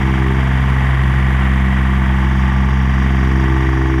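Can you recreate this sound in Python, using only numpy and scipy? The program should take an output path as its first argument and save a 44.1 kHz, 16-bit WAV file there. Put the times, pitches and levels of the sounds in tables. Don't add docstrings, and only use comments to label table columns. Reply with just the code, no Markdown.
import sys
import numpy as np
from scipy import signal
from scipy.fft import rfft, irfft
from scipy.io import wavfile
from scipy.ndimage import uniform_filter1d

SR = 44100
rng = np.random.default_rng(int(sys.argv[2]) if len(sys.argv) > 2 else 0)


def master(y):
    cut = np.clip(np.atleast_2d(y).T, -1, 1)
    pcm = np.round(cut * 32767)
    wavfile.write(sys.argv[1], SR, pcm.astype(np.int16))


N = 176400


def undb(db):
    return 10 ** (np.asarray(db) / 20)


def unit(x):
    return x / np.sqrt(np.mean(x ** 2))


def curve(rows):
    return np.interp(np.arange(N) / SR, *np.array(rows, float).T)


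def drift(rate_hz):
    hold = int(SR / max(rate_hz, .3))
    steps = np.repeat(rng.standard_normal(N // hold + 1), hold)
    return 1.3 * uniform_filter1d(uniform_filter1d(steps, hold), hold)[:N]


def colour(x, spectrum):
    hz, db = np.array(spectrum, float).T
    bins_hz = np.maximum(np.fft.rfftfreq(N, 1 / SR), 1)
    gain = undb(np.interp(np.log(bins_hz), np.log(hz), db))
    return unit(irfft(rfft(x) * gain, N))


def resonate(x, hz, t60_s):
    pole = np.exp((2j * np.pi * hz - np.log(1000) / t60_s) / SR)
    for _ in range(2):
        x = unit(signal.lfilter([1], [1, -pole], x).imag)
    return x


def rattle(cycle, repeats, size=2048):
    pattern = unit(irfft(np.exp(2j * np.pi * rng.random(size // 2 + 1))))
    periodic = unit(np.interp(cycle % 1 * size, np.arange(size), pattern))
    return np.sqrt(repeats) * periodic + np.sqrt(1 - repeats) * rng.standard_normal(N)


def burst(cycle, phase, decay_s, attack_s=.00048):
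    age_s = (cycle - phase) % 1 / (cycle[-1] - cycle[0]) * N / SR
    return (1 - np.exp(-age_s / attack_s)) * np.exp(-age_s / decay_s)


# time_s, rate_hz
PLATE_RATE = [(0, 65.55), (.6, 65.75), (1.15, 65.4), (1.8, 65.12), (2.6, 65.4), (3.2, 65.55), (4, 65.55)]
# time_s, level_db
THUMP_LEVEL = [(0.05, -17), (0.08, -17), (1.62, -14), (1.67, -15), (3.37, -14.5), (3.86, -16.5),
               (3.95, -16)]
OCTAVE_LEVEL = [(0.05, -18.5), (1.1, -17), (1.58, -20.5), (3.53, -18.5), (3.83, -19.5), (3.95, -20.5)]
TWELFTH_LEVEL = [(0.05, -22.5), (0.32, -24.5), (0.78, -26.5), (0.85, -28), (0.94, -40), (0.97, -28.5),
                 (1.67, -20.5), (3.44, -23.5), (3.74, -36.5), (3.95, -42)]
BOOM_LEVEL = [(0, -29), (.25, -27), (.55, -44), (1.15, -35), (1.8, -37.5), (2.3, -33.5), (2.9, -41.5),
              (3.15, -31), (3.5, -24), (3.75, -24.5), (4, -20.5)]
# time_s, level_db
SLAP_LEVEL = [(0, -26), (.3, -24), (.55, -27), (1.2, -35), (1.6, -30.5), (2, -30.5), (2.4, -38),
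              (2.9, -27.5), (3.15, -25.5), (3.45, -24.5), (3.75, -24.5), (4, -24)]
# harmonic, loose_sand_gain_db, firm_ground_gain_db
SLAP_HARMONICS = [(4, -5, -5), (6, -19.5, -4), (7, -16, -18)]

def plate(cycle):
    phase = 2 * np.pi * (-.29 + np.cumsum(curve(PLATE_RATE)) / SR) + .012 * drift(24)
    swing = undb(curve(THUMP_LEVEL)) * np.cos(phase)
    contact = undb(curve(OCTAVE_LEVEL) + .21 * drift(20)) * np.sin(2 * phase)
    contact += undb(curve(TWELFTH_LEVEL) + .73 * drift(33)) * np.sin(3 * phase)
    contact += undb(curve(BOOM_LEVEL)) * np.sin(5 * phase + .15 * drift(10))
    slap_db = curve(SLAP_LEVEL)
    firmness = np.interp(slap_db, [-26.5, -24], [0, 1])
    waver = 1 - firmness / 2
    for harmonic, loose_db, firm_db in SLAP_HARMONICS:
        db = slap_db + loose_db + firmness * (firm_db - loose_db) + 2 * waver * drift(11)
        contact += undb(db) * np.sin(harmonic * phase + .49 * waver * drift(9.2))
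    rocking = np.cos(2 * np.pi * 2 * cycle)
    return np.sqrt(2) * (swing * (1 + .048 * rocking) + contact * (1 + .097 * rocking))


# frequency_hz, gain_db
RUMBLE_SPECTRUM = [(20, -6), (45, -3), (82, 15), (100, 4), (140, 4), (220, 8.5), (290, 0.5), (370, 9),
                   (440, -0.5), (550, -13.5), (800, -46.5)]

def ground_rumble():
    return undb(-33) * colour(rng.standard_normal(N), RUMBLE_SPECTRUM)


# harmonic, level_db
ENGINE_HARMONICS = [(2, -37.5), (3, -40.5), (4, -46.5), (5, -41), (6, -39.5), (7, -40), (8, -40), (9, -43),
                    (10, -36.5), (14, -44), (26, -52), (29, -51), (30, -44.5), (38, -48), (49, -43.5),
                    (72, -51.5)]

def engine_tones(cycle):
    tones = 0
    for harmonic, db in ENGINE_HARMONICS:
        tones += undb(db + 2.7 * drift(8.45)) * np.sin(2 * np.pi * (harmonic * cycle + rng.random()))
    return np.sqrt(2) * tones


# pitch_hz, t60_s, level_db, delay_s
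BLOCK_MODES = [(1110, .017, -30.7, -.0012), (1540, .011, -39.5, -.0015), (1740, .013, -41, 0),
               (1930, .013, -40, .003)]
# time_s, gain_db
BLOCK_GAIN = [(0, -4.3), (1.2, -3.5), (2.1, -2.5), (2.7, -3.9), (3.5, -2.2), (4, -1.5)]

def engine_block(cycle):
    firing_phase, jitter_s, scatter_db = .44, .00003, .7
    firings = np.interp(np.arange(int(cycle[-1]) + 1) + firing_phase, cycle, np.arange(N))
    modes = 0
    for hz, t60_s, db, delay_s in BLOCK_MODES:
        timing, force = rng.standard_normal((len(firings), 2)).T
        onsets = np.abs(firings + (delay_s + jitter_s * timing) * SR).astype(int)
        blows = np.bincount(onsets, undb(scatter_db * force), N)[:N]
        modes += undb(db) * resonate(blows, hz, t60_s)
    return undb(curve(BLOCK_GAIN)) * modes


# frequency_hz, gain_db
FRAME_SPECTRUM = [(480, -15.5), (570, -12.5), (700, -1), (900, -4), (1050, 0.5), (1180, -5), (1300, -4),
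                  (1600, -2.5), (1950, -1.5), (2250, -2.5), (2500, -11.5), (3200, -10), (3650, -18.5),
                  (4200, -34.5), (4700, -28), (6000, -34), (8000, -35.5), (11000, -45), (15500, -59)]
KNOCK_SPECTRUM = [(600, -37), (850, -6), (1000, -13), (1200, -18), (1380, 2), (1600, 4), (2300, -1),
                  (3200, -5), (4100, -29), (5600, -19), (7500, -25.5), (14000, -62)]
BARK_SPECTRUM = [(450, -38), (640, 2), (760, -0.5), (1000, -4.5), (1400, -1), (2000, -14), (3500, -32)]
PISTON_SPECTRUM = [(700, -9), (1300, -3), (1950, 11), (2500, -6), (3300, -7.5), (4200, -21), (7000, -29),
                   (14000, -49)]
# time_s, gain_db
CLATTER_GAIN = [(0, -27.5), (.8, -27.5), (1.7, -27.5), (2.7, -29), (3.6, -28.5), (4, -30.5)]

def clatter(cycle):
    frame = undb(drift(90)) * colour(rattle(cycle, repeats=.36), FRAME_SPECTRUM)
    knock = rattle(cycle, repeats=.29) * burst(cycle, phase=.42, decay_s=.0046)
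    bark = rattle(cycle, repeats=.56) * burst(cycle, phase=.614, decay_s=.0092)
    piston = rattle(cycle, repeats=.34) * burst(cycle, phase=.873, decay_s=.0089)
    pulses = (undb(-13.5) * colour(knock, KNOCK_SPECTRUM)
              + undb(-11.5) * colour(bark, BARK_SPECTRUM)
              + undb(-8.5) * colour(piston, PISTON_SPECTRUM))
    return undb(curve(CLATTER_GAIN)) * (frame + pulses)


# phase_cycles, decay_s, gain_db
TICKS = [(.14, .0045, 0), (.37, .004, -3), (.86, .005, -.5)]
# time_s, gain_db
TICK_GAIN = [(0, -55), (1.2, -52.5), (1.7, -54), (2.2, -54.5), (2.6, -59), (3.1, -58), (3.4, -56), (4, -58)]
# frequency_hz, gain_db
FACING_SPECTRUM = [(3500, 1), (4700, 8), (5300, -20), (5900, 9.5), (6700, 0), (7400, 5.5), (8200, -8),
                   (8900, 5), (9800, 6), (11000, 1), (12000, -14), (13700, 2), (15500, -13)]
TURNED_SPECTRUM = [(4000, -10), (6000, 8), (7300, -6), (8300, 1.5), (9400, -6), (10200, 0), (11000, 3.5),
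                   (12000, -11), (12900, -10), (13600, 0), (14400, -11), (15500, -13)]

def valves(cycle):
    envelope = undb(-12)
    for phase, decay_s, db in TICKS:
        envelope += undb(db + 2 * drift(24.2)) * burst(cycle, phase, decay_s, attack_s=.0012)
    ticks = envelope * rng.standard_normal(N)
    turned = curve([(1.6, 0), (2.2, 1)])
    heard = (1 - turned) * colour(ticks, FACING_SPECTRUM) + turned * colour(ticks, TURNED_SPECTRUM)
    return undb(curve(TICK_GAIN) - 1) * heard


# time_s, level_db
PING_LEVEL = [(0, -59), (1.8, -72), (2.4, -57.5), (4, -55.5)]

def sheet_metal_ping(cycle):
    knocks = burst(cycle, phase=.424, decay_s=.0081) * rng.standard_normal(N)
    return undb(curve(PING_LEVEL)) * resonate(knocks, hz=5594, t60_s=.0057)


# time_s, level_db
MOAN_LEVEL = [(0, -33), (.6, -39.5), (.8, -33), (1, -41), (1.8, -42), (2.15, -34.5), (2.45, -34),
              (2.65, -29.5), (2.85, -41.5), (3.4, -37), (3.75, -31.5), (4, -40)]

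def track_moan():
    pitch_hz, bandwidth_hz = 884.6, 71
    t60_s = np.log(1000) / np.pi / bandwidth_hz
    return undb(curve(MOAN_LEVEL)) * resonate(rng.standard_normal(N), pitch_hz, t60_s)


# time_s, level_db
GUARD_LEVEL = [(0, -61), (.85, -34), (1.6, -38), (2.2, -42.5), (3, -44), (3.6, -36), (4, -41)]

def guard_frame(cycle):
    return undb(curve(GUARD_LEVEL)) * resonate(rattle(cycle, repeats=.64), hz=1900, t60_s=.01)


# time_s, level_db
WHINE_LEVEL = [(0, -57), (.7, -46.5), (1.6, -42.5), (2, -52), (2.7, -52), (3.4, -51), (4, -63)]
# time_s, pitch_hz
WHINE_PITCH = [(0, 505), (.7, 512), (1.5, 509), (2, 502), (2.8, 499), (4, 501)]

def pump_whine():
    amplitude = np.sqrt(2) * undb(curve(WHINE_LEVEL) + drift(5))
    pitch_hz = curve(WHINE_PITCH) + drift(10)
    return amplitude * np.sin(2 * np.pi * np.cumsum(pitch_hz) / SR)


# time_s, level_db
HISS_LEVEL = [(0, -53), (1.8, -66), (2.4, -52.5), (3.4, -51.5), (4, -51.5)]
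# frequency_hz, gain_db
HISS_SPECTRUM = [(3500, -26), (4300, -10), (4800, 9.5), (5200, -6), (5600, 6), (6100, 0), (6600, 2.5),
                 (7400, -24), (10000, -38)]

def bucket_hiss():
    amplitude = undb(curve(HISS_LEVEL) + 1.05 * drift(40))
    return amplitude * colour(rng.standard_normal(N), HISS_SPECTRUM)


# time_s, speed_rpm
ENGINE_SPEED = [(0, 2873), (1.3, 2873), (1.6, 2862), (1.95, 2872), (2.8, 2871), (4, 2877)]

def scene():
    cycle = .14 + np.cumsum(curve(ENGINE_SPEED)) / SR / 120
    cycle += .005 * drift(3)
    ground = ground_rumble()
    compactor = (plate(cycle) + engine_tones(cycle) + engine_block(cycle) + guard_frame(cycle)
                 + sheet_metal_ping(cycle) + clatter(cycle) + valves(cycle))
    loader = pump_whine() + track_moan() + bucket_hiss()
    return (compactor + loader + ground)[None]


def record(dry):
    cutoff_hz = 15700
    return signal.sosfilt(signal.ellip(10, .1, 80, cutoff_hz, fs=SR, output="sos"), dry)


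dry = scene()
out = record(dry)
master(out)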